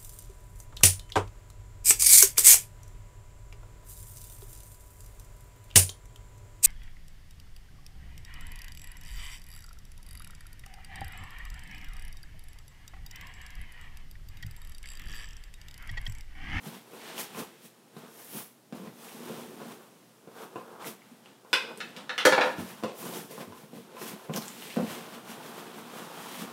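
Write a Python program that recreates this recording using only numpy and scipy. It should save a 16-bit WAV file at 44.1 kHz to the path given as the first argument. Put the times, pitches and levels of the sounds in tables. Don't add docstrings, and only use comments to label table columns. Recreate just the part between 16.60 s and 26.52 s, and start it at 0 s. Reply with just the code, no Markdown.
import sys
import numpy as np
from scipy import signal
from scipy.fft import rfft, irfft
from scipy.io import wavfile

SR = 44100
rng = np.random.default_rng(int(sys.argv[2]) if len(sys.argv) > 2 else 0)


def wav_out(sig):
    wavfile.write(sys.argv[1], SR, np.round(np.clip(np.atleast_2d(sig).T, -1, 1) * 32767).astype(np.int16))


N = 437472

# frequency in Hz, relative density in dB per Hz.
FLOOR_SPECTRUM = [(24, -58), (40, -28), (75, -47), (104, -31), (124, 2), (140, -4), (226, 1), (467, -4),
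                  (2050, -16.5), (9940, -19.5), (10700, -19.5), (16000, -25)]
# frequency in Hz, t60 in s.
ROOM_DECAY = [(150, 0.2), (500, 0.41), (1500, 0.46), (4000, 0.46), (9000, 0.39), (15000, 0.34)]
# start in s, peak in dB, pitch in Hz.
TICKS = [(0.15, -43, 2960), (0.555, -43, 3420), (0.5804, -25.5, 3130), (1.368, -45, 3940),
         (1.6472, -31, 11800), (2.275, -42, 1910), (2.486, -39, 2520), (4.2447, -31.5, 2040),
         (4.4197, -44, 2160), (4.659, -41, 2880), (5.16, -47, 12000), (5.1754, -29.5, 8980),
         (5.293, -44, 12100), (6.5382, -33, 3770), (6.813, -40, 2350), (7.393, -44, 2800),
         (7.418, -34, 1820), (7.7388, -27, 3050), (7.762, -19.5, 6030), (7.7748, -24, 5270),
         (7.8232, -30.5, 4200), (7.8564, -33, 7220), (7.7376, -28, 7000), (7.7626, -18, 12000),
         (7.8817, -24, 7450), (8.0235, -30.5, 2960), (8.1038, -32, 2700), (8.2665, -36, 2540)]
# start in s, peak of the ring in dB, peak of the sharp crack in dB.
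SNAPS = [(4.930, -6.5, -18)]
# start in s, clack in dB, its pitch in Hz, its focus in dB per octave,
# knock of the table in dB, its pitch in Hz, sharp crack in dB.
KNOCKS = [(5.2039, -26.5, 3610, 6, -31.5, 1600, -52), (5.3646, -36, 3460, 19, -47, 420, -34),
          (5.4938, -26, 3640, 13, -25, 1570, -47), (5.5798, -15.5, 2940, 14, -25, 1450, -26.5),
          (5.602, -20.5, 3360, 23, -28.5, 1310, -37), (5.652, -14.5, 4460, 3, -11, 1450, -17),
          (5.6542, -15, 2900, -6.5, -10, 530, -8), (5.724, -9, 2350, 2, -13, 880, -32),
          (5.7787, -17, 2160, 8, -11, 890, -40), (5.8108, -16, 3350, 5, -17.5, 1760, -35),
          (5.8347, -23, 2700, 13, -21.5, 840, -36), (5.8606, -30, 2200, 3, -21.5, 830, -37)]
# frequency in Hz, level in dB, t60 in s.
TOOL_MODES = [(505, -8, 0.024), (1026, -3, 0.021), (1507, 1.5, 0.02), (2057, 1, 0.013), (2500, 3, 0.022),
              (2960, 1, 0.015), (3473, 11, 0.0059), (3980, -6, 0.02), (4560, 3, 0.0065), (4910, 1, 0.0086),
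              (5460, 1, 0.0065), (6200, -2, 0.0055), (9100, -12, 0.0018)]
# frequency in Hz, level in dB, t60 in s.
TABLE_MODES = [(242, -41, 0.11), (308, -4.5, 0.41), (386, -45, 0.036), (523, 14, 0.04), (583, -1, 0.14),
               (663, 3.5, 0.052), (830, 5.5, 0.028), (932, 14, 0.019), (1398, 17, 0.011),
               (1480, 5.5, 0.035), (1720, 19.5, 0.012), (2233, 18.5, 0.01)]
# frequency in Hz, relative level in dB.
CRACK_SPECTRUM = [(1000, -11), (3000, 3.5), (8000, -2.5), (12000, -7.5), (16000, -17)]
# start in s, peak in dB, pitch of the struck wall in Hz,
# hardness in dB per octave, slap in dB.
THUMPS = [(0.065, -33, 202, 0, -55), (0.333, -36.5, 370, 12, -55), (0.574, -35, 1060, -7, -52),
          (0.748, -33.5, 247, 14.5, -53.5), (1.366, -35.5, 225, 5, -44), (1.747, -34, 245, 2, -53),
          (2.125, -28.5, 245, 3, -41), (2.233, -42, 159, -4, -58), (2.270, -45, 200, 5, -53),
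          (2.545, -43, 237, -11, -60), (2.697, -30, 301, 3, -57), (3.016, -32.5, 346, 8, -49),
          (3.674, -35, 360, -1, -53), (3.958, -24, 331, 10, -44), (4.273, -55, 377, 7, -50),
          (4.513, -48, 216, -13, -60), (4.849, -43, 870, 1, -54), (5.983, -23.5, 177, -11.5, -39),
          (6.227, -29, 292, 6, -38), (6.236, -17.5, 312, 7, -29), (6.246, -21.5, 463, -4, -55),
          (6.427, -33, 390, 12, -54), (6.72, -35, 431, 9, -57), (6.779, -28, 1040, -7, -55),
          (6.806, -30, 404, -7, -36.5), (6.876, -36, 148, -22, -60), (6.923, -37.5, 1030, 0, -46),
          (7.035, -37, 129, 7.5, -58), (7.132, -33.5, 430, -10, -58), (7.367, -39, 1030, 5, -43),
          (7.415, -28, 382, 13, -34), (7.689, -33, 250, 5, -55), (7.696, -21.5, 221, 7.5, -48),
          (7.709, -33, 213, 5, -55), (7.753, -26, 156, 7, -47), (8.162, -29, 252, 10, -36),
          (8.169, -15, 222, 0.5, -34), (8.188, -18, 242, 6.5, -38), (8.198, -19.5, 231, 4, -44),
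          (8.226, -25, 231, 0, -54), (9.818, -31.5, 178, -1.5, -55)]
# frequency in Hz, level in dB, t60 in s.
BOX_MODES = [(93, -13.5, 0.13), (137, -34, 0.011), (181, -22, 0.034), (198.4, -3, 0.051),
             (236.6, -1, 0.078), (292.6, 0.5, 0.031), (373, 2, 0.034), (454, -0.5, 0.048), (511, 10, 0.017),
             (665, 14.5, 0.01), (876, 6.5, 0.019), (1007, 3.5, 0.037), (1176, -19, 0.08), (1358, -1, 0.021),
             (1880, -28, 0.0057), (2520, 6, 0.011), (3520, -10, 0.0041)]
# frequency in Hz, relative level in dB.
SLAP_SPECTRUM = [(400, -6), (1200, 0), (3500, -7), (7000, -16), (16000, -24)]
# time of the peak in s, rise in s, fall in s, drone of the box walls in dB,
# its pitch in Hz, slide on the table in dB, scrape of card in dB, swish of skin on the glossy print in dB.
STROKES = [ (.074, 0.092, 0.1, -48, 206, -49.5, -50, -50), (.15, 0.092, 0.13, -49, 230, -55, -52.5, -55.5),
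           (.36, 0.17, .2, -50.5, 370, -56, -71, -58), (.49, .25, 0.6, -48.5, 338, -50, -47.5, -54.5),
           (.6, 0.047, 0.075, -45.5, 326, -45, -40.5, -36.5),
           (.794, 0.069, 0.088, -36.5, 276, -43, -44.5, -43),
           (1.058, 0.08, 0.066, -54.5, 246, -74, -58, -53.5), (1.39, 0.073, 0.1, -55, 250, -62, -63, -59),
           (1.46, 0.22, 0.13, -51.5, 266, -55.5, -59, -79), (1.6, 0.19, 0.23, -55.5, 371, -59, -58, -52),
           (1.78, 0.15, 0.12, -47, 295, -50, -48, -40.5), (2.16, 0.042, .2, -46, 267, -55, -56.5, -58.5),
           (2.27, 0.12, 0.1, -43, 210, -59, -58.5, -62), (2.446, 0.17, 0.96, -53, 332, -55, -55, -53),
           (2.684, 0.18, 0.48, -41.5, 302, -52, -52.5, -56.5),
           (2.806, .2, 0.14, -47.5, 257, -52, -54.5, -56), (3.0, 0.06, 0.27, -45.5, 264, -53.5, -56.5, -68),
           (3.122, 0.29, 0.1, -49.5, 260, -52.5, -55, -55.5), (3.224, .1, 0.14, -54, 432, -57.5, -64, -64),
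           (3.35, 0.17, 0.9, -63, 240, -75, -70, -73), (3.786, 0.085, 0.11, -49.5, 408, -52, -57, -62),
           (3.835, 0.14, 0.075, -46, 364, -47.5, -55, -54.5), (3.99, 0.29, 0.14, -54, 390, -68, -62, -65),
           (4.13, 0.58, .2, -50.5, 383, -52.5, -66, -66), (4.222, 0.054, 0.13, -48, 407, -43, -52, -61),
           (4.274, 0.048, 0.083, -40, 288, -46.5, -45.5, -42),
           (4.53, 0.84, 0.38, -61, 266, -65, -65.5, -69), (4.662, .06, 0.22, -58, 293, -60, -60.5, -80),
           (4.91, .1, .1, -66, 320, -72, -67, -66), (5.12, 0.29, 0.081, -43, 407, -49, -63, -66),
           (5.18, 0.018, 0.19, -48, 377, -70, -58, -59), (5.299, 0.37, 0.11, -51, 259, -60, -57, -70),
           (5.389, 0.077, 0.14, -48, 248, -48.5, -51.5, -73), (5.93, 0.6, .06, -43, 282, -46.5, -53, -57),
           (6.0, 0.054, 0.11, -40, 220, -46, -50, -49), (6.1, 0.15, .15, -49, 230, -50.5, -50.5, -51),
           (6.2, .1, 0.089, -54, 230, -53, -56, -61), (6.29, 0.061, 0.11, -40, 455, -65, -50.5, -82),
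           (6.4, 0.064, 0.25, -62, 424, -67, -54.5, -46), (6.468, .15, 0.26, -39.5, 264, -45.5, -49.5, -47),
           (6.57, .1, 0.12, -39.5, 295, -47, -46, -43), (6.712, 0.036, 0.24, -46, 405, -62, -53, -50.5),
           (6.815, 0.092, .06, -49, 383, -48.5, -52.5, -52), (6.9, 0.2, 0.16, -50, 252, -61, -64, -71),
           (6.984, 0.12, 0.22, -55, 344, -57.5, -59, -58), (7.16, .07, 0.18, -45.5, 205, -58, -56, -58),
           (7.385, 0.24, 0.13, -50.5, 405, -54.5, -58, -67), (7.43, 0.07, 0.065, -61, 320, -54, -50, -45),
           (7.485, 0.089, 0.097, -46, 270, -49, -45.5, -44), (7.536, .15, 0.073, -43.5, 236, -53, -54, -61),
           (7.652, 0.35, 0.13, -50.5, 394, -54, -56.5, -59.5),
           (7.739, 0.019, 0.045, -47, 235, -49, -46, -57), (7.774, 0.046, 0.032, -32, 223, -39, -43.5, -39),
           (7.82, 0.071, 0.3, -46.5, 210, -49.5, -49, -48.5),
           (8.036, 0.22, 0.53, -48.5, 307, -55.5, -49, -50.5), (8.13, .2, 0.12, -65, 234, -59, -48, -73),
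           (8.32, 0.15, 0.19, -40, 219, -45, -43.5, -47), (8.55, 0.09, 0.042, -49, 260, -55, -51.5, -56),
           (8.715, .09, 0.094, -47, 240, -49, -48.5, -49.5), (8.86, .1, 0.17, -50, 330, -52, -52, -53.5),
           (8.99, 0.11, 0.13, -51, 260, -49, -52, -54), (9.19, 0.11, .1, -52, 260, -56, -56, -56),
           (9.38, .12, 0.24, -46, 288, -46, -49, -52), (9.6, 0.17, 0.39, -50.5, 241, -47.5, -51, -56),
           (9.75, 0.36, 0.17, -53, 360, -50, -49, -49.5), (9.82, .1, 0.072, -41, 185, -50, -44, -47), ]
# drone in dB, its pitch in Hz, slide in dB, scrape in dB, swish in dB.
LID = (-50, 285, -51.5, -55.5, -61)
# time in s, gain on the lid's levels in dB.
LID_DRAG = [(8.2, -29), (8.3, -0.5), (8.58, 1.5), (8.63, -4.5), (8.68, 0.5), (9.0, 1), (9.3, 0.5),
            (9.6, -1), (9.92, 2)]
# frequency in Hz, filter gain in dB.
SLIDE_SPECTRUM = [(400, -33), (650, -2.5), (850, 0.5), (1050, -2.5), (1300, -2), (1550, 0.5), (2200, -17),
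                  (4000, -55)]
# frequency in Hz, relative density in dB per Hz.
SCRAPE_SPECTRUM = [(900, -31), (1700, -4.5), (2200, -5), (3300, -4.5), (4500, -10.5), (6500, -16),
                   (9000, -15), (16000, -78)]
# frequency in Hz, relative density in dB per Hz.
SWISH_SPECTRUM = [(3000, -15), (5500, -1), (7500, -3), (9500, -0.5), (13500, -0.5), (15900, -4.5),
                  (16400, -51)]
# frequency in Hz, relative density in dB per Hz.
GLIDE_SPECTRUM = [(5000, -40), (8500, -7), (10500, 1), (14500, -1.5), (15900, -3), (16400, -40)]

FLOOR_DB, HUM_DB, HUM_HZ = -61, -73.5, 120
SLAP_DECAY_S, CRACK_DECAY_S = 0.025, 0.01
SWELL_DB = 20
SWELL_ROUNDING = 1.11
GLIDE_START_DB, GLIDE_SPAN_DB = 5, 4


def gain_of(db):
    return 10 ** (np.asarray(db) / 20)


def evened(x):
    return x / np.sqrt(np.mean(x ** 2) + 1e-20)


def peaked(x):
    return x / abs(x).max()


def read(points, hz):
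    f, value = np.transpose(points)
    return np.interp(np.log(hz + 1), np.log(f + 1), value)


def add(mix, s, sound):
    part = mix[round(s * SR):][:len(sound)]
    part += sound[:len(part)]


def colour(x, points):
    gain = gain_of(read(points, np.fft.rfftfreq(len(x), 1 / SR)))
    return evened(irfft(rfft(x) * gain, len(x)))


def ring(modes, strike_db=0, damping=1, contact_s=0.0006):
    hz, db, t60 = np.transpose(modes)[:, :, None]
    t = np.arange(SR // 8) / SR
    decay = gain_of(db + strike_db - 60 * damping * t / t60)
    modal = decay * np.sin(2 * np.pi * hz * t)
    return modal.sum(0) * (1 - np.exp(-t / contact_s))


def favour(modes, hz, db_per_octave):
    return -db_per_octave * abs(np.log2(np.array(modes)[:, :1] / hz))


def burst(points, decay_s):
    t = np.arange(4096) / SR
    z = rfft(rng.standard_normal(len(t)) * gain_of(-60 * t / decay_s))
    spectrum = gain_of(read(points, np.fft.rfftfreq(len(t), 1 / SR)))
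    puff = irfft(z / abs(z) * spectrum)
    return peaked(puff * gain_of(-30 * t / decay_s))


def slips(per_s, spread_db):
    size = gain_of(spread_db * np.minimum(rng.exponential(1, N), 4))
    struck = rng.random(N) < per_s / SR
    return evened(size * struck * rng.choice([-1, 1], N))


def resonate(x, hz, width):
    turn = np.exp(2j * np.pi * np.cumsum(hz) / SR)
    r = np.exp(-np.pi * width / SR)
    return 2 * (turn * signal.lfilter([1 - r], [1, -r], x / turn)).real


def background():
    hum = np.sqrt(2) * np.sin(2 * np.pi * HUM_HZ * np.arange(N) / SR)
    noise = colour(rng.standard_normal(N), FLOOR_SPECTRUM)
    return gain_of(FLOOR_DB) * noise + gain_of(HUM_DB) * hum


def room(x):
    taps = np.zeros((3, SR // 2 + 20))
    grid = np.arange(130, SR // 2, 20)
    at = grid + rng.integers(0, 20, (3, len(grid)))
    np.put_along_axis(taps, at, rng.choice([-1., 1.], at.shape), 1)
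    hz, t, z = signal.stft(taps, SR, nperseg=256)
    early = 1 + 1.66 * np.exp(-t / 0.026)
    decay = gain_of(-60 * t / read(ROOM_DECAY, hz)[:, None])
    tails = signal.istft(z * early * decay, SR, nperseg=256)[1]
    phase = np.arange(N) / SR * 3 + np.arange(3)[:, None] / 3
    turn = np.sqrt(2 / 3) * np.cos(2 * np.pi * phase)
    return signal.fftconvolve(x * turn, tails / np.linalg.norm(tails[0]), axes=1)[:, :N].sum(0)


def ticks():
    out, t = np.zeros(N), np.arange(300) / SR
    for s, db, hz in TICKS:
        crackle = np.sin(2 * np.pi * hz * t) * np.exp(-t * hz / 2.4)
        add(out, s, gain_of(db) * peaked(crackle))
    return out


def knocks():
    out = np.zeros(N)
    for s, db, crack_db in SNAPS:
        add(out, s, gain_of(crack_db) * burst(CRACK_SPECTRUM, CRACK_DECAY_S))
        add(out, s, gain_of(db) * peaked(ring(TOOL_MODES, contact_s=0.0004)))
    place = rng.standard_normal((len(KNOCKS), len(TABLE_MODES), 1))
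    main_hz = max(TOOL_MODES, key=lambda mode: mode[1])[0]
    for (s, clack_db, hz, focus_db, table_db, table_hz, crack_db), chance in zip(KNOCKS, place):
        held = np.array(TOOL_MODES) * [hz / main_hz, 1, 1]
        clack = ring(held, favour(held, hz, focus_db), damping=1.8)
        add(out, s, gain_of(clack_db) * peaked(clack))
        spot_db = favour(TABLE_MODES, table_hz, db_per_octave=11.0) + 2 * chance
        add(out, s, gain_of(table_db) * peaked(ring(TABLE_MODES, spot_db, contact_s=0.00097)))
        add(out, s, gain_of(crack_db) * burst(CRACK_SPECTRUM, CRACK_DECAY_S))
    return signal.sosfilt(signal.butter(2, 170, "high", fs=SR, output="sos"), out)


def thumps():
    out = np.zeros(N)
    place = rng.standard_normal((len(THUMPS), len(BOX_MODES), 1))
    octaves = np.log2(np.array(BOX_MODES)[:, :1] / 300)
    for (s, db, hz, hardness_db, slap_db), chance in zip(THUMPS, place):
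        strike_db = hardness_db * octaves + favour(BOX_MODES, hz, db_per_octave=12.0) + 2 * chance
        add(out, s, gain_of(db) * peaked(ring(BOX_MODES, strike_db, contact_s=0.0011)))
        add(out, s, gain_of(slap_db) * burst(SLAP_SPECTRUM, SLAP_DECAY_S))
    return out


def stroke_curves():
    t = np.arange(0, N + 128, 128) / SR
    s, rise, fall, drone_db, hz, *rest_db = np.array(STROKES).T[:, :, None]
    lid_drone_db, lid_hz, *lid_rest_db = LID
    away = np.where(t < s, (s - t) / np.maximum(rise, .01), (t - s) / np.maximum(fall, .01))
    strokes = gain_of(-SWELL_DB * np.minimum(away, 5) ** SWELL_ROUNDING)
    drag = gain_of(np.interp(t, *np.transpose(LID_DRAG), left=-99))
    swell = np.vstack([strokes, drag]) ** 2
    levels = zip([drone_db, *rest_db], [lid_drone_db, *lid_rest_db])
    power = [swell * gain_of(np.vstack([stroke_db, lid_db])) ** 2 for stroke_db, lid_db in levels]
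    wall_hz = (power[0] * np.vstack([hz, lid_hz])).sum(0) / power[0].sum(0)
    curves = [wall_hz, *np.sqrt(np.sum(power, 1))]
    return [np.interp(np.arange(N) / SR, t, curve) for curve in curves]


def rubbing():
    wall_hz, *gains = stroke_curves()
    walls = signal.oaconvolve(slips(900, spread_db=2.5), ring(BOX_MODES, damping=0.91))[:N]
    walls = evened(resonate(walls, wall_hz, 213))
    slide = signal.oaconvolve(slips(1500, spread_db=-1.0), ring(BOX_MODES, damping=10.7))[:N]
    slide = colour(slide, SLIDE_SPECTRUM)
    scrape = colour(slips(5000, spread_db=-0.5), SCRAPE_SPECTRUM)
    swish = colour(slips(12000, spread_db=3.0), SWISH_SPECTRUM)
    glide = colour(slips(15000, spread_db=1.0), GLIDE_SPECTRUM)
    swish_over_scrape_db = 20 * np.log10(gains[3] / gains[2])
    light = np.clip((swish_over_scrape_db - GLIDE_START_DB) / GLIDE_SPAN_DB, 0, 1)
    swish = np.sqrt(1 - light) * swish + np.sqrt(light) * glide
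    return sum(g * layer for g, layer in zip(gains, [walls, slide, scrape, swish]))


def scene():
    box, tool, crackle = thumps(), knocks(), ticks()
    wet = room(gain_of(3) * box + gain_of(6) * tool + gain_of(-2.0) * crackle)
    return (box + tool + crackle + wet + rubbing() + background())[None]


def record(dry):
    thin = signal.sosfilt(signal.butter(5, 118, "high", fs=SR, output="sos"), dry)
    low_pass = signal.firwin(511, 15850, window=("kaiser", 9), fs=SR)
    return signal.oaconvolve(thin, low_pass[None], "same")


dry = scene()
out = record(dry)
wav_out(out)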